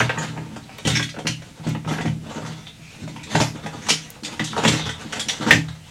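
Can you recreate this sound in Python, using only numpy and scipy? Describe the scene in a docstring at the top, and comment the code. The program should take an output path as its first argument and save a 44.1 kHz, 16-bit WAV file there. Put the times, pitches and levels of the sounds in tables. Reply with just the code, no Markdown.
"""Snaps, knocks and rattles of a hollow plastic toy car, folded and twisted by hands on a light table.
Each contact shakes the resonant parts of the toy and rings the part that was struck.
Rubbing joints and wheels add narrow squeaks, and a few ticks add bright crackle.
Bumps and dragging wheels make the table top boom in a few low modes.
Behind it lie a small room's echo and the steady noise of room and microphone."""
import sys
import numpy as np
from scipy import signal
from scipy.fft import rfft, irfft, next_fast_len
from scipy.io import wavfile
from scipy.ndimage import uniform_filter1d, map_coordinates

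SR = 44100
rng = np.random.default_rng(int(sys.argv[2]) if len(sys.argv) > 2 else 0)


def bounce(signal):
    """Save signal as a 16-bit WAV file at the path given by the first command-line argument."""
    frames = np.transpose(np.atleast_2d(signal))
    limited = np.clip(frames, -1, 1)
    pcm = np.round(limited * 32767).astype(np.int16)
    wavfile.write(sys.argv[1], SR, pcm)


N = 260498

# Knocks and snaps in the toy; the last two are shares of the hollow body and the small loose parts:
# start_s, relative_level_db, struck_part_pitch_hz, body_share_db, small_parts_share_db
CONTACTS = [(.003, -4.5, 1572, -11.5, -28), (.093, -9.5, 1560, -6, -23), (0.175, -17.5, 1830, -5.5, -35),
            (.186, -19.5, 6900, -21, -14), (.22, -25, 1540, -19, -25), (.364, -32.5, 580, 1.5, -29),
            (.375, -20, 650, -5.5, -34), (.561, -26, 773, 0, -10.5), (.693, -28, 755, -18, -33),
            (.784, -23.5, 3670, -9.5, -11), (0.851, -11.5, 3090, -11, -12.5),
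            (.871, -6.5, 2890, -5.5, -6.5), (.902, -11, 3680, -16, -11), (.954, -10.5, 2290, -20, -18),
            (.965, -11, 2200, -19, -12), (0.996, -10, 1600, -9.5, -19), (1.027, -12, 3410, -40, -10),
            (1.091, -21.5, 2010, -30, -9.5), (1.142, -25, 680, -9.5, -24), (1.164, -25, 680, -0.5, -48),
            (1.187, -20.5, 665, -7.5, -13), (1.254, -22, 670, -5, -21), (1.269, -9, 2820, -16.5, -6),
            (1.42, -28, 517, -12, -13), (1.668, -18, 640, -7, -16), (1.688, -29, 580, -23, -12),
            (1.749, -18.5, 893, -10.5, -41), (1.847, -25, 630, -9, -29), (1.875, -21, 910, -5, -19),
            (1.911, -18.5, 680, -2, -21), (1.936, -19, 1600, -19, -20), (1.985, -16, 670, -4.5, -28),
            (2.009, -15.5, 665, -15, -16.5), (2.055, -16, 716, -11.5, -16.5),
            (2.077, -23.5, 3120, -17, -15), (2.264, -26, 610, -27, -18), (2.296, -29, 3090, -16, -16),
            (2.311, -32, 630, -14, -21), (2.348, -25, 564, -9, -20), (2.378, -34, 1200, 7, -15),
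            (2.449, -31, 1900, -3, -7), (2.462, -24, 1900, -5, -8.5), (2.669, -26, 3570, -21, -18),
            (3.076, -23.5, 570, -15, -16), (3.162, -22.5, 927, -17, -17), (3.232, -26.5, 2500, -23, -4.5),
            (3.274, -34, 1010, -21, -15), (3.324, -30, 937, 4.5, -21), (3.351, -6, 1970, -9, -16),
            (3.401, -6, 946, -11, -12.5), (3.413, -3.5, 623, -11.5, -13.5), (3.555, -31.5, 918, 1, -25),
            (3.639, -34, 726, 1, -16), (3.661, -15.5, 780, -12.5, -16), (3.866, -23, 730, -7, -5),
            (3.886, -11.5, 6300, -7, -2), (3.892, -10.5, 2980, -33, 2), (3.901, -6, 3400, -17, -3.5),
            (4.234, -21.5, 4400, -16, -4.5), (4.248, -16.5, 3500, -34, -6), (4.32, -25, 900, -4.5, -21),
            (4.395, -7, 1945, -9.5, -25), (4.441, -23, 6720, -12, 3), (4.475, -26, 3500, -15, -2),
            (4.53, -24, 880, 3.5, -30), (4.564, -18.5, 950, 0.5, -11), (4.578, -15, 2900, -1.5, -11.5),
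            (4.597, -16.5, 900, -6.5, -22), (4.636, -9, 900, -7, -29), (4.649, -3.5, 1906, -7, -21),
            (4.676, -6.5, 3394, -25, -6), (4.721, -24.5, 2430, -16, 3), (4.793, -24.5, 875, -2, -20),
            (4.892, -13.5, 1805, -8.5, -13.5), (5.009, -35, 725, -22, -0.5),
            (5.124, -18.5, 2950, -26, -5.5), (5.13, -13.5, 1420, -15, -16), (5.195, -14, 3250, -25, -4.5),
            (5.207, -16, 3330, -25, -18), (5.285, -9, 5850, -25, -7), (5.296, -11, 3610, -21, -15),
            (5.409, -26, 800, 1, -22), (5.465, -17, 835, 0.5, -13), (5.508, 7, 1830, -19, -21),
            (5.512, -9, 2250, -33, -15), (5.524, -10.5, 795, -13, -10), (5.684, -26, 3830, -11, -12)]
# Bumps on the table: start_s, relative_level_db, second_mode_share_db, upper_modes_share_db
BUMPS = [(.002, -29, 5, -29), (.028, -33, 7, -12), (.178, -17, -24, -15), (.212, -26, -5, -2),
         (0.287, -26, -7, -18), (.37, -21.5, -20, -9), (0.565, -37.5, -24, 7), (0.853, -13, -7, -6),
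         (0.878, -30, 2, -16), (0.918, -12, -8, -21), (0.998, -19.5, -14, -7.5), (1.172, -25, -16, -3),
         (1.249, -17.5, -18, -6), (1.291, -19, -4.5, -9.5), (1.597, -24.5, -12, -19), (1.666, -11, -13, -8),
         (1.699, -22, -1, -10), (1.864, -13, -12, -17), (1.91, -16, -23, -3), (1.996, -21, -21, -6),
         (2.052, -11, -15, -8), (2.079, -18.5, -0.5, -7), (2.288, -35, -21, 2), (2.359, -25, -25, -0.5),
         (2.429, -25, -4.5, -7), (2.498, -23.5, -13, -12), (2.796, -31.5, -9, -16), (3.038, -23, -12, -9.5),
         (3.263, -29, -24, -28), (3.349, -8, -8.5, -10), (3.402, -10, -3, -6), (3.548, -36.5, -23, 9),
         (3.643, -23, -24, -5), (3.906, -20.5, -31, -3.5), (4.226, -31.5, -27, 2), (4.401, -18, -8, -4),
         (4.531, -27, -23, -8), (4.58, -28, -30, 0), (4.654, -9, -15, -6), (4.719, -13.5, -6.5, -6.5),
         (4.789, -19, -12, -13), (5.051, -27, -21, -2), (5.266, -33, -25, 1), (5.4, -23, -27, -1.5),
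         (5.464, -25, -25, 8.5), (5.519, -9, -26, -9), (5.548, -7.5, -9, -12), (5.577, -8.5, -23, -15),
         (5.684, -33.5, 4.5, -17)]
# Shoves that rock the whole table in its first mode: start_s, relative_level_db
ROCKS = [(.854, -25), (1.0, -42), (3.402, -31), (4.831, -29), (5.562, -32), (5.684, -33)]
# Rub of fingers, joints and wheels: time_s, table_drag_db, toy_rub_db, body_share_db (relative levels)
HANDLING = [(0, -18, -22, -14), (.11, -37.5, -57, 15.5), (.23, -27, -30.5, 0.5), (.4, -32.5, -54, 6.5),
            (.8, -47.5, -50, -1.5), (.97, -25, -28.5, -22), (1.08, -47, -59, -16), (1.63, -46.5, -53.5, 7),
            (1.688, -22, -33.5, -6), (1.81, -38, -79, -1), (1.889, -30.5, -34.5, 2.5), (2.2, -31, -63, 6),
            (2.3, -39.5, -42, 6.5), (2.41, -35.5, -43.5, 4), (2.5, -34, -42, 0.5), (2.67, -52, -58, -2),
            (2.89, -61, -45.5, -6.5), (3.05, -30.5, -51.5, 0), (3.24, -41.5, -51, -0.5),
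            (3.342, -26, -29.5, -1), (3.53, -35, -44.5, 1), (3.7, -35, -50, 7), (3.95, -38, -36, -10),
            (4.2, -52.5, -55.5, 2), (4.29, -34.5, -41.5, 2.5), (4.52, -32, -41.5, -11),
            (4.62, -21, -32.5, 3.5), (4.74, -21.5, -27, -4.5), (4.94, -45.5, -48, 5.5),
            (5.17, -34, -38.5, -1.5), (5.38, -41.5, -40, -4), (5.48, -20, -33.5, 8), (5.56, -31, -32, -6),
            (5.68, -50, -63, 5.5), (5.91, -58, -49, -4.5)]
# A joint or wheel rubs and hisses at the pitch of one part: start_s, end_s, pitch_hz, level_db
SQUEAKS = [(0.177, 0.258, 7000, -39), (0.326, 0.443, 7140, -60), (0.952, 0.987, 5570, -23.5),
           (1.298, 1.39, 2850, -42.5), (1.907, 1.98, 11100, -54), (1.997, 2.056, 6700, -51),
           (2.313, 2.435, 7040, -49.5), (2.65, 2.743, 3670, -49.5), (2.807, 3.03, 2460, -50.5),
           (3.186, 3.303, 2480, -46.5), (3.347, 3.463, 6900, -35), (3.384, 3.524, 11040, -49.5),
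           (3.46, 3.527, 5100, -44), (3.817, 3.905, 6330, -47), (4.003, 4.087, 6000, -48),
           (4.444, 4.55, 3600, -38), (4.631, 4.72, 7130, -33), (4.799, 4.984, 3500, -35.5),
           (5.193, 5.258, 9100, -44), (5.29, 5.382, 6560, -48), (5.674, 5.764, 3930, -55),
           (5.804, 5.887, 3020, -57)]
# Very short, bright ticks of a fingernail or pin: start_s, relative_level_db
TICKS = [(0.7832, -25), (1.6925, -26), (4.1037, -16.5), (5.878, -46)]
# Resonances, all with the columns: pitch_hz, width_hz, relative_level_db
# Hollow body of the toy
BODY_MODES = [(413, 33, 0.5), (498.5, 88, 1.5), (642, 160, -0.5), (744, 175, 0), (937, 104, 1),
              (1200, 306, -3), (1570, 530, -5.5)]
# Roof and floor panels
PANEL_MODES = [(1600, 770, -5), (2002, 180, 3.5), (2143, 145, 3), (2650, 490, 0)]
# Doors and arms
FLAP_MODES = [(3004, 346, -1.5), (3500, 580, 1), (4180, 1640, -7.5)]
# Small loose parts
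SMALL_MODES = [(4360, 820, -1.5), (5840, 1080, 2), (7000, 1590, 0.5), (8870, 2020, -8)]
# Thin edges and pins
EDGE_MODES = [(9850, 640, 5), (11070, 1300, 0.5), (12600, 1300, -6), (15100, 960, -29)]
# Table top
TABLE_MODES = [(84.4, 4, -4.5), (122.9, 5.9, 0.5), (158.4, 4.06, -1.5), (217.4, 15.8, 0.5),
               (279.2, 8.6, -3.5), (308.2, 13.6, -2)]
# Time for the room's echo to fall by 60 dB: pitch_hz, fall_time_s
ROOM_DECAY = [(100, 0.08), (700, 0.18), (1900, 0.2), (5000, 0.22), (13000, 0.21)]
# Colour of the room and microphone noise: pitch_hz, relative_level_db_per_hz
QUIET_COLOUR = [(15, -32), (25, -9.5), (141, 2.5), (438, -20), (675, -14.5), (1010, -24), (1160, -25),
                (1360, -23), (2470, -18), (3700, -22.5), (8110, -25), (15900, -41)]

QUIET_DB = -46.5  # average level of that noise
TOP_HZ = 16000  # nothing sounds above this
PANEL_DB, FLAP_DB, RING_DB = -9, -4, -13  # starting shares, before the adjustments below
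FALL_DB_PER_OCTAVE = 2.5  # panels and flaps answer less the further the struck part's pitch is from theirs
# Thin edges rattle with the small parts; flaps follow them by a fraction of their dB share
EDGES_UNDER_SMALL_DB, FLAPS_FOLLOW_SMALL = 17.5, 0.38
RING_YIELDS = 0.49  # the more a contact shakes body and small parts, the less the struck part rings
SMALL_RUB_DB = -6  # the small parts rub along with the panels
FIRST_MODE_DB, THIRD_MODE_DB = -26.5, -3.5  # shares alike for every bump
PUSH_DB = 26.5  # strength of a one-sample push behind a table level of 0 dB
SQUEAK_WIDTH = .075  # half width of a squeak, as a share of its pitch


def toy(rub):
    """Each contact is a blow and a short rattle into the shell, and rings the part that was struck."""
    t = np.arange(SR // 6) / SR
    # Rows everywhere: body, panels, flaps, small parts, edges; the big parts take most of the blow
    hardness = np.array([[2.2], [1.8], [.9], [.5], [.5]])
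    blow = hardness * np.exp(-t / 0.00087) * (1 - np.exp(-t / 0.000091))
    # The treble swells in more slowly, over a few milliseconds
    swell_s = np.array([[.0005], [.001], [.002], [.003], [.003]])
    fade_s = np.array([[.01], [.011], [.013], [.014], [.013]])
    rattle = np.exp(-t / fade_s) * (1 - np.exp(-t / swell_s))
    shake = blow + rattle

    force, rings = np.zeros((5, N + SR)), np.zeros(N + SR)
    for start_s, db, hz, body_db, small_db in CONTACTS:
        at = round(start_s * SR)
        gain = amp(db - 5.5 + shares(hz, body_db, small_db)[:, None])
        force[:, at:at + len(t)] += gain * shake * grains(shake.shape, spread_db=3)

        shaken_power = amp(2 * body_db) + amp(2 * small_db)
        ring_db = RING_DB - RING_YIELDS * 10 * np.log10(shaken_power)
        waver = 0.081 * np.cumsum(rng.standard_normal(len(t)))  # plastic rings impurely
        swing = (1 - np.exp(-t * hz * 14.0)) * np.sin(2 * np.pi * hz * t + waver)
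        rings[at:at + len(t)] += amp(db + ring_db - 60 * t / 0.039) * swing

    rub_force = rub[[0, 1, 1, 2, 2]] * amp([[0], [-3], [-3], [0], [-15]])
    force = force[:, :N] + rub_force
    parts = BODY_MODES, PANEL_MODES, FLAP_MODES, SMALL_MODES, EDGE_MODES
    shell = sum(resonate(push, modes) for push, modes in zip(force, parts))
    return patchy(shell, depth_db=2.2) + rings[:N]


def shares(hz, body_db, small_db):
    """Split a contact between body, panels, flaps, small parts and edges, in dB."""
    # Distance in pitch is taken from the second resonance of each group
    panels_away_db, flaps_away_db = [FALL_DB_PER_OCTAVE * abs(np.log2(hz / modes[1][0]))
                                     for modes in (PANEL_MODES, FLAP_MODES)]
    panel_db = PANEL_DB - panels_away_db
    flap_db = FLAP_DB - flaps_away_db + FLAPS_FOLLOW_SMALL * small_db
    return np.array([body_db, panel_db, flap_db, small_db, small_db - EDGES_UNDER_SMALL_DB])


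def patchy(x, depth_db):
    """The grip keeps changing which parts are free to sound: random patches of gain in pitch and time."""
    spectrum = signal.stft(x, nperseg=256)[2]
    field = uniform_filter1d(rng.standard_normal(spectrum.shape), size=4, axis=0)
    field = uniform_filter1d(field, size=16, axis=1)
    return signal.istft(spectrum * amp(depth_db * unit(field)), nperseg=256)[1][:N]


def squeaks():
    """Rubbing makes grainy noise in a narrow band, which starts quickly and fades more slowly."""
    out = np.zeros(N + SR)
    for start_s, end_s, hz, db in SQUEAKS:
        progress = np.linspace(0, 1, round((end_s - start_s) * SR))
        limits_hz = [hz * (1 - SQUEAK_WIDTH), hz * (1 + SQUEAK_WIDTH)]
        band = signal.butter(2, limits_hz, "bandpass", fs=SR, output="sos")
        hiss = unit(signal.sosfilt(band, grains(len(progress), spread_db=4)))
        out[round(start_s * SR):][:len(progress)] += amp(db) * hiss * np.sin(np.pi * progress ** 0.5)
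    return out[:N]


def ticks():
    """Each tick is a few milliseconds of crackle: fading noise, made bright by taking differences."""
    t, out = np.arange(SR // 50) / SR, np.zeros(N + SR)
    for start_s, db in TICKS:
        crackle = np.diff(rng.standard_normal(len(t) + 1))
        out[round(start_s * SR):][:len(t)] += amp(db - 12.5 - 60 * t / 0.015) * crackle
    return out[:N]


def table(drag):
    """A push down per bump makes the top boom; where it lands sets the share of each group of modes."""
    pushes = np.zeros((4, N))
    for start_s, db, second_db, upper_db in BUMPS:
        mode_db = np.array([FIRST_MODE_DB, second_db, THIRD_MODE_DB, upper_db])
        pushes[:, round(start_s * SR)] = amp(db + PUSH_DB + mode_db)
    for start_s, db in ROCKS:
        pushes[0, round(start_s * SR)] = amp(db + PUSH_DB)
    groups = TABLE_MODES[:1], TABLE_MODES[1:2], TABLE_MODES[2:3], TABLE_MODES[3:]
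    boom = sum(resonate(push, modes) for push, modes in zip(pushes, groups))
    return boom + amp(-1.0) * resonate(drag, TABLE_MODES)


def handling():
    """Steady rubbing is a stream of tiny slips that push on table, body, panels and small parts."""
    time_s, *levels = np.transpose(HANDLING)
    drag_db, rub_db, body_db = [np.interp(np.arange(N) / SR, time_s, db) for db in levels]
    force = amp([drag_db, rub_db + body_db, rub_db, rub_db + SMALL_RUB_DB])
    # Slips come in clumps: a smooth random curve through 45 points per second
    clumps = map_coordinates(rng.standard_normal(N // 100), [np.arange(N) * 45 / SR])
    return force * amp(3.6 * clumps - 3.5) * grains((4, N), spread_db=2.5)


def room(x, count=20):
    """Echo tail dying by frequency; it changes in equal steps of time as the toy and the hands move."""
    hz, t, noise = signal.stft(rng.standard_normal((count, SR // 2)), SR, nperseg=256)
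    decay = amp(-60 * t / along(ROOM_DECAY, hz)[:, None])
    tails = signal.istft(noise * decay, SR, nperseg=256)[1]
    # Each stretch of sound gets its own tail
    pieces = x * (np.arange(N) * count // N == np.arange(count)[:, None])
    wet = signal.fftconvolve(pieces, tails / np.linalg.norm(tails[0]), axes=1).sum(axis=0)
    return np.pad(wet, (250, 0))[:N]  # the echo comes 250 samples later


def quiet():
    """The steady hiss and rumble of room and microphone: noise shaped by pitch."""
    noise = filtered(rng.standard_normal(N), lambda hz: amp(along(QUIET_COLOUR, hz)))
    return amp(QUIET_DB) * unit(noise)


def resonate(x, modes, below=0.51, above=1.46):
    """Damped resonances, steep outside their range, scaled so that white noise keeps its level."""
    low_hz, high_hz = below * modes[0][0], above * modes[-1][0]

    def shape(f):
        """Add the resonances with alternating sign and cut off both sides."""
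        edges = (1j * f / (low_hz + 1j * f) / (1 + 1j * f / high_hz)) ** 2
        total = 0
        for k, (hz, width_hz, db) in enumerate(modes):
            damping = 1j * f * width_hz
            total = total + (-1) ** k * amp(db) * damping / (hz * hz - f * f + damping)
        return edges * total

    return filtered(x, shape) / np.sqrt(np.mean(np.abs(shape(np.arange(SR // 2))) ** 2))


def grains(shape, spread_db):
    """Noise whose samples differ widely in size, like many tiny slips."""
    boost_db = spread_db * np.minimum(rng.standard_exponential(shape), 4)
    return unit(rng.standard_normal(shape) * amp(boost_db))


def filtered(x, response):
    """Multiply the spectrum of x by a response that depends on frequency."""
    m = next_fast_len(N + SR // 2)
    return irfft(rfft(x, m) * response(np.fft.rfftfreq(m, 1 / SR)), m)[..., :N]


def along(points, hz):
    """Read a value between (Hz, value) points on a log pitch axis."""
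    f, values = np.transpose(points)
    return np.interp(np.log(hz + 1), np.log(f + 1), values)


def unit(x):
    """Scale x to an average (rms) level of 1."""
    return x / np.sqrt(np.mean(x ** 2) + 1e-20)


def amp(db):
    """Turn a level in dB into a gain."""
    return 10 ** (np.asarray(db) / 20)


def scene():
    """Toy and table in the room; the boom of the table is too deep for the echo to matter."""
    rub, tick = handling(), ticks()
    car = toy(rub[1:]) + squeaks()
    echo = amp(-2.5) * room(car + amp(-15) * tick)
    return (car + echo + tick + table(rub[0]) + quiet())[None]


def record(dry):
    """The loudest snap clips at full scale, then everything above the band limit is removed."""
    return filtered(np.clip(dry, -1, 1), lambda hz: hz < TOP_HZ)


dry = scene()
out = record(dry)
bounce(out)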